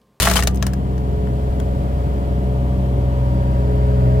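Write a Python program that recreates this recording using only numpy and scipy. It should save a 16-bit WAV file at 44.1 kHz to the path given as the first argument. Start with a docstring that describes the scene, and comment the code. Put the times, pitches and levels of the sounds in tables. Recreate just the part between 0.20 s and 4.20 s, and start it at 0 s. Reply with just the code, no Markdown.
"""First comes a dense crackle: an excavator's hydraulic splitter is tearing a round of hardwood apart.
Fibres rip, the log rings, and the last strands snap one by one. Behind it the diesel drones and
rumbles, its pump whining, and grows louder as the machine swings round and oil rushes through a valve.
A few dull thuds come from logs shifting on soft ground."""
import sys
import numpy as np
from scipy import signal
from scipy.fft import rfft, irfft
from scipy.io import wavfile
from scipy.ndimage import uniform_filter1d, map_coordinates

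SR = 44100
rng = np.random.default_rng(int(sys.argv[2]) if len(sys.argv) > 2 else 0)


def wav_record(signal):
    """Record a signal, one row per channel, as 16-bit PCM in the file named by sys.argv[1]."""
    frames = np.transpose(np.atleast_2d(signal))
    bounded = np.clip(frames, -1, 1)
    # unit amplitude maps onto the largest positive 16-bit level
    quanta = np.round(bounded * 32767).astype(np.int16)
    wavfile.write(sys.argv[1], SR, quanta)


N = 176400  # 4 seconds


def undb(db):
    """Turn decibels into a gain to multiply by."""
    return 10 ** (np.asarray(db) / 20)


def unit(x):
    """Scale a sound to an average (rms) level of 1."""
    return x / np.sqrt(np.mean(x ** 2) + 1e-18)


def curve(rows, column=1):
    """Join one column of a table with straight lines over time."""
    rows = np.array(rows)
    return np.interp(np.arange(N) / SR, rows[:, 0], rows[:, column])


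def colour(x, points):
    """Filter a sound by (Hz, dB) points, fading steeply outside them."""
    freqs = np.arange(N // 2 + 1) * SR / N + 1e-3
    hz, db = np.array(points).T
    gain = undb(np.interp(np.log(freqs), np.log(hz), db))
    edges = np.minimum(freqs / hz[0], 1) * np.minimum(hz[-1] / freqs, 1)
    return irfft(rfft(x) * gain * edges ** 2, N)


def band(x, low_hz, high_hz):
    """Keep the sound between two frequencies."""
    edges = [low_hz, min(high_hz, SR / 2 - 1000)]
    return signal.sosfilt(signal.butter(3, edges, "band", fs=SR, output="sos"), x)


def wander(per_s):
    """A smooth random drift about 1 in size."""
    hold = int(SR / per_s)
    steps = np.repeat(rng.standard_normal(N // hold + 1), hold)[:N]
    return unit(uniform_filter1d(uniform_filter1d(steps, hold), hold))


def pan(db):
    """Two gains that make the left side db louder than the right."""
    return undb(np.array([[db], [-db]]) / 2)


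def tone(phase, multiple, flutter_db):
    """One engine tone that wavers in loudness."""
    flutter = undb(flutter_db * wander(12))
    return np.sqrt(2) * flutter * np.sin(multiple * phase + rng.uniform(0, 2 * np.pi))


# The left side's delay as the microphone turns. Each row: time in seconds, delay in seconds.
LEFT_DELAY = [(0, .00039), (1.9, .00039), (2.4, .00032), (3.1, .00035), (3.5, .0004), (4, .00043)]

def from_right(x):
    """The engine stands to the right, so its sound reaches the left side late."""
    return np.array([map_coordinates(x, [np.arange(N) - curve(LEFT_DELAY) * SR], mode="mirror"), x])


# Sound bouncing round the yard. Each row: frequency in Hz, dB above the direct sound.
YARD_SCATTER = [(20, -20), (60, -10), (130, -8.5), (300, -10.5), (700, -5), (1400, -4), (3000, 6.5),
                (16000, 10)]

def yard_noise(spectrum):
    """Machine noise arrives partly straight and partly scattered from all round the yard."""
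    noise = colour(rng.standard_normal((3, N)), spectrum)
    direct = colour(noise[0], [(hz, -10 * np.log10(1 + undb(db) ** 2)) for hz, db in YARD_SCATTER])
    around = colour(noise[1:], [(hz, -10 * np.log10(1 + undb(-db) ** 2)) for hz, db in YARD_SCATTER])
    return unit(from_right(direct) + around)


# The tone colours of three engine noises. Each row: frequency in Hz, relative level in dB.
RUMBLE_COLOUR = [(20, -30), (38, -4), (55, -13.5), (90, 0.5), (140, -1.5), (220, -8.5), (330, -12),
                 (480, -15), (680, -21), (850, -28), (1150, -28), (2000, -62)]
ROAR_COLOUR = [(350, -6), (480, -8), (650, 0.5), (800, -8.5), (1000, -10.5)]
HISS_COLOUR = [(900, -1), (1150, -3), (1500, -7), (1850, -7.5), (2550, -10.5), (3150, -8.5), (3750, -16.5),
               (4600, -18), (6300, -24.5), (7400, -22), (8100, -25), (9200, -25), (10500, -25),
               (11300, -30.5), (12600, -21.5), (13600, -28.5), (16000, -32.5)]
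# How loud they are. Each row: time in seconds, then rumble, clatter and fan in relative dB.
NOISE_LEVELS = [(0.6, -30, -51.5, -59.5), (1.25, -31.5, -50.5, -57.5), (2.77, -30, -49.5, -57.5),
                (3.93, -32.5, -49, -57)]
# The roar swells, dips and swells again with the swing. Each row: time in seconds, level in dB.
ROAR_SWELL = [(.55, -58), (1.0, -49), (1.6, -39.5), (2.6, -44.5), (3.3, -39.5), (4, -35.5)]
ENGINE_PAN_DB, CLATTER_PAN_DB = 0.85, 2.5

def engine_noise(firing):
    """Rumble and clatter throb with each firing, under an airy roar and the hiss of the fan."""
    throb = np.cos(firing)
    rumble = undb(curve(NOISE_LEVELS) + 5) * (1 + 0.19 * throb) * yard_noise(RUMBLE_COLOUR)
    roar = undb(curve(ROAR_SWELL)) * yard_noise(ROAR_COLOUR)
    hiss = yard_noise(HISS_COLOUR)
    clatter = undb(curve(NOISE_LEVELS, 2) + 6.5) * (1 + 0.057 * throb) * unit(band(hiss, 930, 3670))
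    fan = undb(curve(NOISE_LEVELS, 3) + 7) * unit(band(hiss, 2924, 22000))
    return (rumble + roar) * pan(ENGINE_PAN_DB) + clatter * pan(CLATTER_PAN_DB) + fan


# The tone colour of rushing oil. Each row: frequency in Hz, relative level in dB.
OIL_COLOUR = [(1400, 8), (1800, 8), (2600, -12), (3900, -21), (4650, 2), (5200, -8), (6000, -26)]

def oil_rush(swing, level_db=-52.5):
    """Oil hisses through the valve as the machine swings."""
    return undb(level_db) * swing ** 2 * yard_noise(OIL_COLOUR) * pan(CLATTER_PAN_DB)


# The diesel's low note. Each row: time in seconds, then the note and its octave in relative dB.
DRONE_LEVELS = [(0.03, -21, -36), (0.17, -19.5, -37), (0.3, -20, -29.5), (0.43, -21, -26.5),
                (1.69, -21, -29), (3.93, -17.5, -18.5)]
# The third harmonic, strongest when the engine works hard. Each row: time in seconds, level in dB.
LABOUR_LEVEL = [(0, -26), (.3, -28.5), (.55, -29), (.8, -31), (1.5, -33), (2.1, -32.5), (2.5, -30.5),
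                (2.9, -33), (3.5, -29), (4, -26.5)]

def exhaust_drone(firing):
    """The firings blend into a low note, with tones at two and three times its pitch."""
    note = undb(curve(DRONE_LEVELS) + 0.5) * tone(firing, 1, flutter_db=0.5)
    octave = undb(curve(DRONE_LEVELS, 2) + 0.5) * tone(firing, 2, flutter_db=1.23)
    third = undb(curve(LABOUR_LEVEL)) * tone(firing, 3, flutter_db=1.5)
    return note + octave + third


# The hydraulic hum. Each row: time in seconds, relative level in dB.
HYDRAULIC_LEVEL = [(0, -39), (.6, -46.5), (.75, -38.5), (.97, -34), (1.3, -39.5), (2.3, -40.5), (3.15, -47),
                   (3.5, -34), (4, -31)]

def hydraulic_hum(cycle):
    """The hydraulics hum on one note that follows the engine's speed."""
    return undb(curve(HYDRAULIC_LEVEL) + 3) * tone(cycle, 20, flutter_db=1.5)


# The pitches in the whine. Each entry: vibrations per engine cycle.
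WHINE_PITCHES = [4, 5, 7, 11, 12, 13, 15, 18, 33, 34, 35, 36, 40, 43, 44, 45, 46]
# Their balance, one row per pitch. Each row: relative dB before the swing, and after it.
WHINE_BALANCE = [(-33.5, -27), (-39, -39), (-34.5, -64), (-36.5, -45), (-70, -34.5), (-37.5, -38),
                 (-57, -39), (-42, -41.5), (-38.5, -48), (-44.5, -42.5), (-51, -47.5), (-48, -43.5),
                 (-47.5, -48), (-50.5, -47), (-45, -40.5), (-54, -42), (-48.5, -39)]
# The whine as a whole. Each row: time in seconds, dB added to every pitch.
WHINE_TRIM = [(.55, -4), (1.3, -2.5), (4, -2.5)]

def machine_whine(cycle, swing):
    """Exhaust, pump and gear tones make a chord whose balance shifts with the swing."""
    chord = sum(undb(before_db + swing * (after_db - before_db)) * tone(cycle, multiple, flutter_db=0.4)
                for multiple, (before_db, after_db) in zip(WHINE_PITCHES, WHINE_BALANCE))
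    return chord * undb(curve(WHINE_TRIM))


# The pump's three strongest tones. Each row: time in seconds, then the level of each in dB.
PUMP_LEVELS = [(.6, -48, -49, -50), (.9, -41, -45, -44.5), (1.5, -38, -38, -41.5), (2.2, -42.5, -36.5, -45),
               (3, -42.5, -32.5, -47.5), (3.5, -37, -33, -38.5), (3.9, -36.5, -32, -32.5)]

def pump_whine(cycle):
    """The engine drives the pump, so its tones are multiples of the engine cycle."""
    return sum(undb(curve(PUMP_LEVELS, column)) * tone(cycle, multiple, flutter_db=0)
               for column, multiple in enumerate((26, 27, 30), start=1))


# Engine speed, picking up once the log gives way. Each row: time in seconds, firings per second.
FIRING_RATE = [(0, 61.9), (.22, 62.2), (.42, 64.3), (.56, 64.7), (.82, 64.3), (1.0, 63.3), (1.3, 63.8),
               (1.9, 64), (2.5, 63.6), (2.9, 63.2), (3.5, 63), (4, 63.15)]
SWING_START_S, SWING_END_S = 2.66, 3.07

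def excavator():
    """The running machine: one engine speed sets the pitch of all its tones."""
    firing = 2 * np.pi * np.cumsum(curve(FIRING_RATE)) / SR
    cycle = firing / 3  # three firings make one cycle
    firing = firing + 0.012 * wander(20.84)  # slightly uneven timing
    swing = curve([(SWING_START_S, 0), (SWING_END_S, 1)])
    tones = exhaust_drone(firing) + hydraulic_hum(cycle) + machine_whine(cycle, swing) + pump_whine(cycle)
    return from_right(tones) * pan(ENGINE_PAN_DB) + engine_noise(firing) + oil_rush(swing)


# Logs shifting. Each row: start in seconds, level in dB.
LOG_SHIFTS = [(1.275, -29), (1.52, -23), (3.2, -25), (3.33, -27)]

def thuds(rise_s=0.025):
    """Heavy logs shift on soft ground, each giving a short swell of deep noise."""
    loudness, t = np.zeros(N), np.arange(N) / SR
    for start, db in LOG_SHIFTS:
        age = np.maximum(t - start, 0) / rise_s
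        loudness += undb(db) * age * np.exp(1 - age)
    return loudness * unit(band(rng.standard_normal(N), 23, 92))


# The log's own notes. Each row: pitch in Hz, relative level in dB, seconds to fade by 60 dB.
LOG_NOTES = [(411, -2, 0.42), (483, -2.5, 0.13), (690, 5, 0.16), (885, 1.5, 0.053), (1187, -3.5, 0.14),
             (1348, -1, 0.14), (1480, -2.5, 0.096), (1945, -7, 0.13), (3034, 4.5, 0.086)]

def log_ring(breaks, level_db=-17):
    """Every break shakes the log and sets its notes ringing."""
    t = np.arange(SR // 3) / SR
    ring = sum(undb(db - 60 * t / fade_s) * np.sin(2 * np.pi * hz * t) for hz, db, fade_s in LOG_NOTES)
    ring = unit(ring) / np.sqrt(len(t))
    return signal.fftconvolve(breaks, ring[None])[:, :N] * undb(level_db)


def fibre_breaks(per_s, scatter_db=3):
    """Two streams of tiny clicks from breaking fibres, mostly weak and a few strong."""
    size = undb(scatter_db * np.minimum(rng.exponential(size=(2, N)), 3.5))
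    return (rng.random((2, N)) < per_s / SR) * size * np.sign(rng.standard_normal((2, N)))


# How wide the breaking wood sounds. Each row: frequency in Hz, relative width in dB.
WOOD_SPREAD = [(300, -25), (1000, -6), (2000, -0.5), (4000, 2.5), (8000, 6.5), (16000, 5.5)]

def widen(middle, side, side_db):
    """Spread the wood's sound to left and right, the treble most of all."""
    side = undb(side_db) * colour(side, WOOD_SPREAD)
    return np.array([middle + side, middle - side])


def strand_note(t, hz, db, bite_s=0.0026, ring_cycles=25):
    """A snapping strand gives a short bite, then a faint ring that dies sooner the higher it is."""
    fade = np.exp(-t / bite_s) + 0.12 * np.exp(-t * hz / ring_cycles)
    return undb(db - 12.5) * fade * np.sin(2 * np.pi * hz * t)


# The low, middle and high noise in a crack. Each row: bottom and top in Hz, dB added,
# strength of its tail as a fraction, the tail's fade time in seconds.
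NOISE_BANDS = [(587, 1860, -1, 0.24, 0.018), (2040, 6600, -3, 0.16, 0.013), (5650, 15300, 0.5, 0.06, 0.017)]
# Strands snapping. Each row: start in seconds, the three bands in relative dB, left minus right in dB,
# fade time in milliseconds, then pitch in Hz and relative dB for a low note and for a high note.
STRAND_SNAPS = [(0.0243, -22, -17, -18, -1, 3.3, 1320, -15, 3950, -9),
                (0.0558, -19, -29, -25, 2, 5.3, 1940, -13, 2970, -15),
                (0.071, -8, -23, -36, -1.5, 4.1, 1210, 0, 1750, -4),
                (0.0982, -21, -18.5, -27, 6, 3.5, 1060, -18, 2950, -17),
                (0.1113, -15.5, -21, -23, 6, 4.9, 950, -6, 1520, -7),
                (0.137, -28, -13, -17.5, 8, 1, 2540, -22, 4700, -24),
                (0.1566, -17, -16, -21, 4, 2.8, 1850, -21, 2740, -15),
                (0.164, -34, -20, -23, 9, 2.1, 1010, -3, 4250, -6),
                (0.1688, -17, -24, -31, 10, 1.9, 1390, -16, 3100, 5),
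                (0.1815, -26, -31, -42, 2, 3.5, 1300, -11, 3100, -12),
                (0.19, -20, -23, -42, 7, 2.1, 1270, -9, 2210, -7),
                (0.224, -22, -19.5, -29, 4.5, 3, 1830, -3, 2790, -9),
                (0.2337, -31, -27, -26.5, 6, 4.5, 970, -22, 3900, -22),
                (0.272, -20, -14, -20, 5.5, 4.15, 1187, -4, 3740, -2),
                (0.345, -60, -47, -44, 11, 3.5, 1900, -34.5, 4800, -38),
                (0.357, -58, -48, -38, 5, 4, 1060, -35, 4800, -38),
                (0.3723, -55.5, -40.5, -46, 9, 2.9, 1070, -46, 4800, -38),
                (0.4249, -20, -17.5, -27, 6, 2.45, 1680, -7, 3200, -9.5),
                (0.466, -22, -21, -22, 6, 2.05, 1710, -11, 3056, -16),
                (0.534, -40, -32, -37, 5, 2.9, 1660, -17.5, 5100, -27),
                (0.779, -47, -41.5, -52, 7, 2.7, 1650, -27, 5900, -38),
                (1.0705, -38, -54, -63, 10, 3.1, 1300, -30, 3000, -33),
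                (1.3996, -36, -36.5, -38.5, 7.5, 2.5, 1520, -18, 3280, -19)]

def cracks(attack_s=0.00072):
    """Each strand lets go in a few milliseconds of tiny breaks and rings on two notes of its own."""
    out, t = np.zeros((2, N)), np.arange(SR // 8) / SR
    attack = 1 - np.exp(-(t / attack_s) ** 2)
    noises = [widen(*unit(band(fibre_breaks(per_s=26000), low_hz, high_hz)), side_db=-4)
              for low_hz, high_hz, *_ in NOISE_BANDS]
    for start, *levels_db, pan_db, fade_ms, low_hz, low_db, high_hz, high_db in STRAND_SNAPS:
        span = slice(int(start * SR), int(start * SR) + len(t))
        crack = strand_note(t, low_hz, low_db) + strand_note(t, high_hz, high_db)
        for noise, db, (_, _, added_db, tail, tail_s) in zip(noises, levels_db, NOISE_BANDS):
            fade = np.exp(-t * 1000 / fade_ms) + tail * np.exp(-t / tail_s)
            crack = crack + undb(db + added_db) * fade * noise[:, span]
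        out[:, span] += attack * crack * pan(pan_db)
    return out


# The tone colour of ripping fibres. Each row: frequency in Hz, relative level in dB.
RIP_COLOUR = [(210, -23), (350, -10), (664, -3), (804, -10), (1020, -3.5), (3450, -5), (3920, -5.5),
              (5390, -8.5), (12400, -13), (16000, -20)]
# How loud the rip is. Each row: time in seconds, level in dB.
RIP_LEVEL = [(0, -17), (.03, -19.5), (.065, -21), (.09, -27), (.125, -28.5), (.15, -32), (.165, -21),
             (.212, -28), (.222, -40), (.24, -50), (.255, -46.5), (.32, -54.5)]

def tearing(bundle_db=3):
    """Fibres give way in bundles, a dense crackle that fades as the wedge goes through."""
    clicks = fibre_breaks(per_s=8000) * undb(bundle_db * wander(per_s=600))
    crackle = widen(*unit(colour(clicks, RIP_COLOUR)), side_db=-4.5)
    still_ripping = np.arange(N) / SR < RIP_LEVEL[-1][0]
    return crackle * pan(4) * undb(curve(RIP_LEVEL)) * still_ripping


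def scene():
    """The log splits in front of the running machine."""
    wood = tearing() + cracks()
    return excavator() + thuds() + log_ring(wood) + wood


# The treble at the microphone's two openings. Each row: frequency in Hz, left minus right in dB.
TREBLE_LEAN = [(2000, 0), (4300, -0.5), (6300, 1.8), (7700, 2), (9000, 7), (10200, -3), (11200, -10),
               (12400, -2), (13300, 2), (14400, -8)]

def record(dry, top_hz=16200):
    """Each opening colours the treble, peaks stop at full scale and the very top is cut."""
    hz, db = np.array(TREBLE_LEAN).T
    lean_db = np.interp(np.arange(N + 1) * SR / (2 * N), hz, db)
    gains = undb(np.array([lean_db, -lean_db]) / 2)
    heard = irfft(rfft(dry, 2 * N) * gains)[:, :N]
    top_cut = signal.ellip(8, .2, 80, top_hz, fs=SR, output="sos")
    return signal.sosfilt(top_cut, np.clip(heard, -1, 1))


dry = scene()
out = record(dry)
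wav_record(out)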